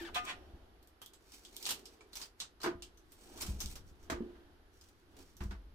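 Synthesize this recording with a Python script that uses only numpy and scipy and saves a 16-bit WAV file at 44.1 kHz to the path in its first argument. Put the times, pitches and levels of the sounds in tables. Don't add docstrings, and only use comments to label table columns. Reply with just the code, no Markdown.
import sys
import numpy as np
from scipy import signal
from scipy.fft import rfft, irfft, next_fast_len
from scipy.io import wavfile
from scipy.ndimage import uniform_filter1d

SR = 44100
rng = np.random.default_rng(int(sys.argv[2]) if len(sys.argv) > 2 else 0)


def wav_out(sig):
    wavfile.write(sys.argv[1], SR, np.round(np.clip(np.atleast_2d(sig).T, -1, 1) * 32767).astype(np.int16))


N = 253398
TIME = np.arange(N) / SR
AGE = np.arange(SR // 3) / SR


def amp(db):
    return 10 ** (np.asarray(db) / 20)


def unit(x):
    return x / np.sqrt(np.mean(x ** 2) + 1e-20)


def along(points, hz):
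    freqs, values = np.transpose(points)
    return np.interp(np.log(hz + 1), np.log(freqs + 1), values)


def add(track, s, sound):
    part = track[..., max(round(s * SR), 0):][..., :sound.shape[-1]]
    part += sound[..., :part.shape[-1]]


def eq(x, *curves):
    size = 2 * next_fast_len(x.shape[-1] // 2 + SR // 10, True)
    hz = np.fft.rfftfreq(size, 1 / SR)
    cepstrum = irfft(np.log(amp(sum(along(points, hz) for points in curves))))
    cepstrum[1:size // 2] *= 2
    cepstrum[size // 2 + 1:] = 0
    return irfft(rfft(x, size) * np.exp(rfft(cepstrum)))[..., :x.shape[-1]]


def bell(hz, gain_db):
    return [(hz * .78, 0), (hz, gain_db), (hz * 1.25, 0)]


def noise(spectrum):
    return unit(eq(rng.standard_normal((2, N)), spectrum))


def ring(modes):
    hz, db, t60 = np.transpose(modes)
    strength = amp(db + rng.standard_normal(len(hz))) * rng.choice([-1, 1], len(hz))
    decay = np.exp(-np.log(1000) * AGE / t60[:, None])
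    return strength @ (decay * np.sin(2 * np.pi * hz[:, None] * AGE))


def stroke(s, rise, fall, roundness):
    away = np.maximum((s - TIME) / rise, (TIME - s) / fall)
    return amp(-20 * np.abs(away) ** roundness)


# (frequency [Hz], t60 [s])
WALL_DECAY = [(100, 0.35), (400, 0.26), (1400, 0.2), (4000, 0.17), (9000, 0.15), (15000, 0.12)]
def basement(direct_db, early_db, early_t60):
    hz, t, spectrum = signal.stft(rng.standard_normal((2, len(AGE))), SR, nperseg=256)
    decay = amp(-60 * t / along(WALL_DECAY, hz)[:, None])
    tail = signal.istft(spectrum * decay, SR, nperseg=256)[1][:, :len(AGE)]
    echoes = unit(rng.standard_normal(tail.shape) * rng.standard_normal(tail.shape) ** 2)
    response = tail + echoes * amp(early_db - 60 * AGE / early_t60)
    response[0, 0] += amp(direct_db)
    return response


def distant(x, direct_db):
    response = basement(direct_db, early_db=7, early_t60=0.052)
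    return signal.fftconvolve(x[None], response / np.linalg.norm(response[0]), axes=1)[:, :N]


# (frequency [Hz], gain [dB])
NAIL_EQ = [(300, -20), (800, -4), (1500, 1), (2500, 3), (3600, -1.5), (5000, -11), (9000, -17),
           (16000, -37)]
SQUEAK_HARMONICS = [0, -9, -15, -22]
# (time [s], pitch [Hz], level [dB])
CATCHES = [(0, 1900, -44), (.05, 1850, -42.5)]
SAG_SHARE, SAG_S, FADE_DB_PER_S = .24, .024, 90
LET_GO_S, COLLAPSE_S, RELEASE_S = .086, 0.0166, 0.019
def nail_squeak():
    latest = np.searchsorted([row[0] for row in CATCHES[1:]], TIME)
    start, hz, db = np.array(CATCHES)[latest].T
    age, loose = np.maximum(TIME - start, 0), np.maximum(TIME - LET_GO_S, 0)
    pitch = hz * (1 - SAG_SHARE * (1 - np.exp(-age / SAG_S))) * np.exp(-loose / COLLAPSE_S)
    level = amp(db - FADE_DB_PER_S * age - 20 * (loose / RELEASE_S) ** 2)
    jitter = 1 + .06 * rng.standard_normal(N)
    phase = 2 * np.pi * np.cumsum(pitch * jitter) / SR
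    tone = sum(amp(gain_db) * np.sin(k * phase) for k, gain_db in enumerate(SQUEAK_HARMONICS, 1))
    grip = 1 + 0.08 * unit(uniform_filter1d(rng.standard_normal(N), size=16))
    rasp = amp(-17) * unit(eq(rng.standard_normal(N), NAIL_EQ) * (1 + np.sin(phase)))
    limp = 1 + 0.4 * np.sin(phase / 2)
    squeak = level * (tone * grip * limp + rasp)
    both = squeak + panel_groan()
    return amp(-5) * np.array([both, amp(0.5) * squeak]) + amp(-8.5) * distant(both, direct_db=0)


def panel_groan(hz=337.7, start_s=0.0091, attack_s=0.0017, length_s=0.07):
    age = np.maximum(TIME - start_s, 0)
    phase = 2 * np.pi * hz * age
    swell = (1 - np.exp(-age / attack_s)) * np.exp(-2 * (age / length_s) ** 2)
    return amp(-38.5) * swell * (np.sin(phase) + amp(-19) * np.sin(2 * phase))


# (frequency [Hz], gain [dB])
GRIT_EQ = [(400, -3), (1000, -2), (2000, -0.5), (3300, 2), (5500, 1.5), (8500, 1), (10500, -4), (14000, -4),
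           (16000, 6)]
def grit(per_s, spread_db):
    breaks = (rng.random(N) < per_s / SR) * rng.standard_normal(N)
    return eq(breaks * amp(spread_db * rng.standard_normal(N)), GRIT_EQ)


# (peak time [s], rise [s], fall [s], level [dB], resonance [Hz])
SCRAPES = [(.02, 0.12, 0.074, -53, 12400), (0.251, .014, 0.018, -45, 7600), (1.34, .11, 0.16, -54, 4960),
           (1.67, .14, 0.1, -43.5, 4200), (1.94, 0.3, 0.14, -66, 5050), (2.169, 0.032, 0.059, -43.5, 5900),
           (2.235, 0.045, 0.026, -47.5, 4900), (2.4, 0.011, .013, -48, 4100),
           (3.215, 0.16, 0.34, -62.5, 8500), (3.345, 0.2, 0.19, -59, 5400),
           (3.416, 0.026, 0.025, -36, 7250), (3.501, .07, 0.044, -51.5, 8800),
           (3.621, 0.085, 0.068, -46, 5930), (3.705, 0.05, 0.068, -49.5, 8400),
           (3.881, 0.026, 0.045, -61.5, 5850), (4.029, 0.051, 0.067, -62.5, 6000),
           (4.764, 0.045, 0.066, -68.5, 5900), (4.857, 0.18, 0.32, -69.5, 5860),
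           (5.214, 0.061, 0.081, -58, 5130), (5.3, 0.05, 0.078, -68.5, 5400),
           (5.408, 0.014, 0.1, -55, 5640)]
def scrapes():
    fine = grit(per_s=1300, spread_db=2)
    rub, effort = np.zeros(N), np.zeros(N)
    for s, rise, fall, db, hz in SCRAPES:
        force = stroke(s, rise, fall, roundness=0.89)
        active = force > .003
        rub[active] += amp(db) * force[active] * unit(eq(fine[active], bell(hz, gain_db=4.5)))
        effort += amp(db) * force
    chips = unit(grit(per_s=31, spread_db=5)) * np.minimum(effort, amp(-64))
    return distant(rub, direct_db=24.5) + amp(-3) * distant(chips, direct_db=24)


# (frequency [Hz], gain [dB])
RUMBLE_EQ = [(15, 0), (30, -1.5), (45, -7), (62, 1), (82, -0.5), (120, -14), (220, -16), (500, -57.5)]
# (frequency [Hz], gain [dB])
RUB_EQ = [(90, -38), (200, -4.5), (350, 4), (560, -9), (750, -8), (1150, -16.5), (1600, -17.5), (2200, -26),
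          (3000, -19), (8000, -38)]
# (peak time [s], rise [s], fall [s], rumble [dB], rub [dB], resonance [Hz])
HEAVES = [(.2, 0.88, 0.88, -57.5, -57.5, 705), (1.75, 0.68, 0.76, -75, -61.5, 435),
          (2.8, 0.46, 0.74, -65, -66, 340), (3.37, 0.24, 0.2, -79, -58, 760),
          (3.52, 0.23, 0.65, -48.5, -61, 270), (4.17, .25, 0.74, -61.5, -61, 1600),
          (5.202, 0.12, 0.062, -70, -60, 310), (5.6, 1, 0.7, -60, -68.5, 263)]
def panel_heaves():
    rumble, rub, track = noise(RUMBLE_EQ), noise(RUB_EQ), np.zeros((2, N))
    for s, rise, fall, rumble_db, rub_db, hz in HEAVES:
        force = stroke(s, rise, fall, roundness=1.55)
        active = force > .01
        chafe = unit(eq(rub[:, active], bell(hz, gain_db=4.5)))
        track[:, active] += force[active] * (amp(rumble_db) * rumble[:, active] + amp(rub_db) * chafe)
    return track


# (frequency [Hz], gain [dB])
AIR_EQ = [(15, -22), (30, 0.5), (60, -1), (130, -17), (250, -19.5), (370, -12), (560, -23), (1400, -22),
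          (2600, -30.5), (4800, -32), (7900, -46), (11800, -35.5), (16000, -64)]
def ventilation():
    return amp(-67) * noise(AIR_EQ)


# (frequency [Hz], level [dB], t60 [s])
BAR_MODES = [(721.5, 3, 0.17), (842, -3, 0.13), (1225.4, 4.5, 0.34), (1464, -7, 0.29), (1970, -8.5, 0.27),
             (2520, -2, 0.15), (3210, 2, 0.11), (5600, -26, 0.85), (6400, -36, 0.31)]
# (peak time [s], rise [s], fall [s], level [dB], bar ring send [0-1])
PULLS = [(.16, .02, .034, -34.5, 0.6), (.296, .048, .034, -38.5, 0.28)]
SLIPS_PER_S, SLIPS_GAINED_PER_S = 260, 240
def nail_creak():
    _, _, _, db, send = np.transpose(PULLS)
    force = np.array([stroke(s, rise, fall, roundness=1.8) for s, rise, fall, _, _ in PULLS])
    rate = SLIPS_PER_S + SLIPS_GAINED_PER_S * force.sum(axis=0)
    count = np.floor(np.cumsum(rate * (1 + 2.2 * rng.standard_normal(N))) / SR)
    slips = np.diff(np.maximum.accumulate(count), prepend=0) * np.sqrt(SR / rate)
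    slips *= amp(0.98 * rng.standard_normal(N))
    snap, steel = eq(signal.unit_impulse(len(AGE)), NAIL_EQ), ring(BAR_MODES)
    rasp = signal.fftconvolve(slips * (amp(db) @ force), snap / np.linalg.norm(snap))[:N]
    clang = signal.fftconvolve(slips * ((amp(db) * send) @ force), steel / np.linalg.norm(steel))[:N]
    return amp(-2) * distant(rasp, direct_db=25.5) + amp(-1.5) * distant(clang, direct_db=30)


# (frequency [Hz], gain [dB])
SPLINTER_EQ = [(60, -1.5), (350, 4.5), (600, 2.5), (1200, 7.5), (2200, -1.5), (3300, 3.5), (5500, 2.5),
               (8500, 0.5), (10500, -8), (14000, -7.5), (16000, -11)]
# (time [s], level [dB], body [dB], edge [dB], ring pitch [Hz], ring level [dB])
CRACKS = [(.146, -32.5, -15, 5.5, 3590, 3.5), (.828, -59.5, -26, 14, 4850, -4),
          (0.874, -57, -32, 14, 8200, -17), (1.017, -41, -5, 11, 3170, 0), (1.0611, -46, -40, 12, 3450, 1),
          (1.135, -47, -11, 6, 8000, -4), (1.32, -46, -24, 4, 5600, -8), (1.45, -40.5, -27, -3, 3340, -7),
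          (1.5663, -37.5, -41, 10.5, 3560, -31), (1.6275, -36.5, -30, 9, 5160, -5),
          (1.6545, -27.5, -29, -10, 4190, -1), (1.6643, -25, -12, 5, 2860, -8.5),
          (1.6904, -22.5, -14, 4, 3380, -20), (1.7066, -22, -13, 8.5, 2870, -24),
          (1.856, -39.5, -23, 2, 4990, -3.5), (2.008, -50.5, -1, -8, 2320, 4),
          (2.1314, -42, -11, 4, 4120, -1), (2.155, -33.5, -15.5, 6, 5690, -23),
          (2.2003, -41, -7, 8, 1006, -8), (2.2161, -32, -13.5, -8, 5000, -0.5),
          (2.402, -27, -18.5, -3, 3860, -6.5), (2.413, -32.5, -9.5, -10, 6260, -23),
          (2.603, -47.5, -0.5, 0, 4230, 2), (2.616, -37.5, -9, -1, 4730, -11),
          (2.6317, -31, 1, 4.5, 4750, -0.5), (2.641, -39.5, -2, 4, 1064, 7),
          (2.8226, -34, -20.5, -0.5, 2860, -9), (2.974, -54.5, -15, 8, 6100, 2.5),
          (3.12, -49, -7, 15, 8300, -10), (3.3748, -41, -5, 8, 6200, -15),
          (3.4174, -31, -10.5, 11, 8700, -4), (3.4239, -36, -1.5, 2, 5430, 3.5),
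          (3.4643, -35.5, -9.5, 8, 7300, -21), (3.604, -31.5, -19, 11, 5790, 3.5),
          (3.6093, -34, -8.5, -2, 6070, 2), (3.6597, -37, -45, 2, 5730, -15),
          (3.7556, -38, -7.5, 6.5, 5640, -9), (4.1007, -32, -2, 2.5, 6600, -20),
          (4.812, -49.5, -27, 4, 5400, -2), (5.368, -51.5, -25, 14, 6230, -0.5)]
def fibre_cracks():
    track = np.zeros((2, N))
    for s, db, body_db, edge_db, hz, ring_db in CRACKS:
        tone = [(1400, body_db + 5.5), (3000, 0), (8000, 0), (12000, edge_db)]
        room = basement(direct_db=14 - 0.39 * body_db, early_db=-15.5, early_t60=0.1)
        click = eq(room, SPLINTER_EQ, tone, bell(hz, gain_db=3.5))
        close_modes = [(hz * np.exp(.06 * detune), 0, .14) for detune in rng.standard_normal(4)]
        piece = np.array([ring(close_modes), ring(close_modes)])
        add(track, s, amp(db - 12) * (click + amp(ring_db - 6) * piece))
    return track


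# (time [s], level [dB])
JERKS = [(.158, -44), (.166, -43.5), (.272, -55)]
def bar_clinks():
    track = np.zeros((2, N))
    for s, db in JERKS:
        add(track, s, amp(db) * np.array([ring(BAR_MODES), amp(-2) * ring(BAR_MODES)]))
    return track


# (frequency [Hz], level [dB], t60 [s])
SHEET_MODES = [(29.6, -5, 0.64), (47.3, -10, 1), (59.1, -3, 0.6), (76.4, 1, 0.24), (109, -8, 0.17),
               (149, -11, 0.16), (198.4, -5, 0.19)]
# (time [s], level [dB])
BOOMS = [(0.488, -64), (0.536, -51), (2.751, -49.5), (3.479, -33), (3.529, -43.5), (3.64, -39),
         (3.906, -56), (4.115, -41), (5.405, -38), (5.449, -37.5), (5.512, -42)]
def sheet_booms(attack_s=0.0018):
    track = np.zeros((2, N))
    for s, db in BOOMS:
        add(track[0], s, amp(db) * ring(SHEET_MODES) * (1 - np.exp(-AGE / attack_s)))
    return track


# (frequency [Hz], gain [dB])
BOARD_EQ = [(40, -13), (130, -14.5), (210, 0), (330, 5.5), (560, -5), (1000, 5.5), (1700, 3.5), (2300, -4),
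            (5000, -11.5), (8500, -21), (10000, -26), (16000, -24)]
# (frequency [Hz], level [dB], t60 [s])
PANEL_MODES = [(190, -23, 0.27), (226, -3.5, 0.13), (297, 0, 0.12), (352, 2.5, 0.39), (389.5, -3, 0.16),
               (460, -41, 0.42), (666, -3.5, 0.34), (1004, -1.5, 0.3), (1217, -3.5, 0.31), (1488, 3.5, 0.2),
               (1707, -2, 0.14), (2280, -12, 0.2)]
# (time [s], level [dB], clack [dB], spot pitch [Hz], contact time [s])
KNOCKS = [(2.639, -34, -2, 424, 0.003), (2.6597, -25, -11, 336.4, 0.00059), (4.099, -35, -4, 656, 0.00029),
          (4.118, -28, -14, 343.6, 0.0014), (4.205, -33, -32, 228, 0.00071),
          (4.218, -40.5, -26, 289, 0.0011), (4.292, -48.5, -22, 384, 0.003), (4.35, -53, -12, 290, 0.0038),
          (5.404, -41.5, -6, 193, 0.0034), (5.508, -46.5, -3, 185, 0.001)]
def panel_knocks():
    track = np.zeros((2, N))
    for s, db, clack_db, hz, contact_s in KNOCKS:
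        wood = eq(basement(direct_db=12, early_db=-8, early_t60=0.086), BOARD_EQ)
        wood += amp(-19) * np.array([ring(PANEL_MODES), ring(PANEL_MODES)])
        edge_db = 5 + 1.4 * clack_db
        tone = [(450, 0), (900, clack_db), (1800, clack_db), (4000, edge_db)]
        wood = eq(wood, tone, bell(hz, gain_db=-1.5))
        wood[0] += amp(-10.5) * ring([(hz, 0, .17)])
        add(track, s, amp(db + 6) * wood * (1 - np.exp(-AGE / contact_s)))
    return track


# (frequency [Hz], side gain [dB])
WIDTH_EQ = [(50, -11), (150, -12), (350, -13), (700, -3.5), (1500, 0), (12000, -0.5)]
# (frequency [Hz], gain [dB])
BALANCE_EQ = [(100, 0.23), (300, -0.43), (1000, -0.55), (2500, -0.8), (12000, -1.2)]
def microphone_ports(pair):
    mid, side = pair[0], eq(pair[1], WIDTH_EQ)
    left = np.pad(mid + side, (6, 0))[:N]
    right = mid - side
    return np.array([eq(left, BALANCE_EQ), eq(right, [(hz, -db) for hz, db in BALANCE_EQ])])


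def scene():
    prying = nail_squeak() + nail_creak() + bar_clinks() + fibre_cracks()
    handling = panel_knocks() + sheet_booms() + scrapes() + panel_heaves()
    return microphone_ports(prying + handling + ventilation())


# (frequency [Hz], gain [dB])
MICROPHONE_EQ = [(14500, -1), (15700, -16), (16400, -32)]
TOP_HZ = 16400
def record(dry):
    size = next_fast_len(N + SR // 2)
    in_band = np.fft.rfftfreq(size, 1 / SR) < TOP_HZ
    return irfft(rfft(eq(dry, MICROPHONE_EQ), size) * in_band, size)[:, :N]


dry = scene()
out = record(dry)
wav_out(out)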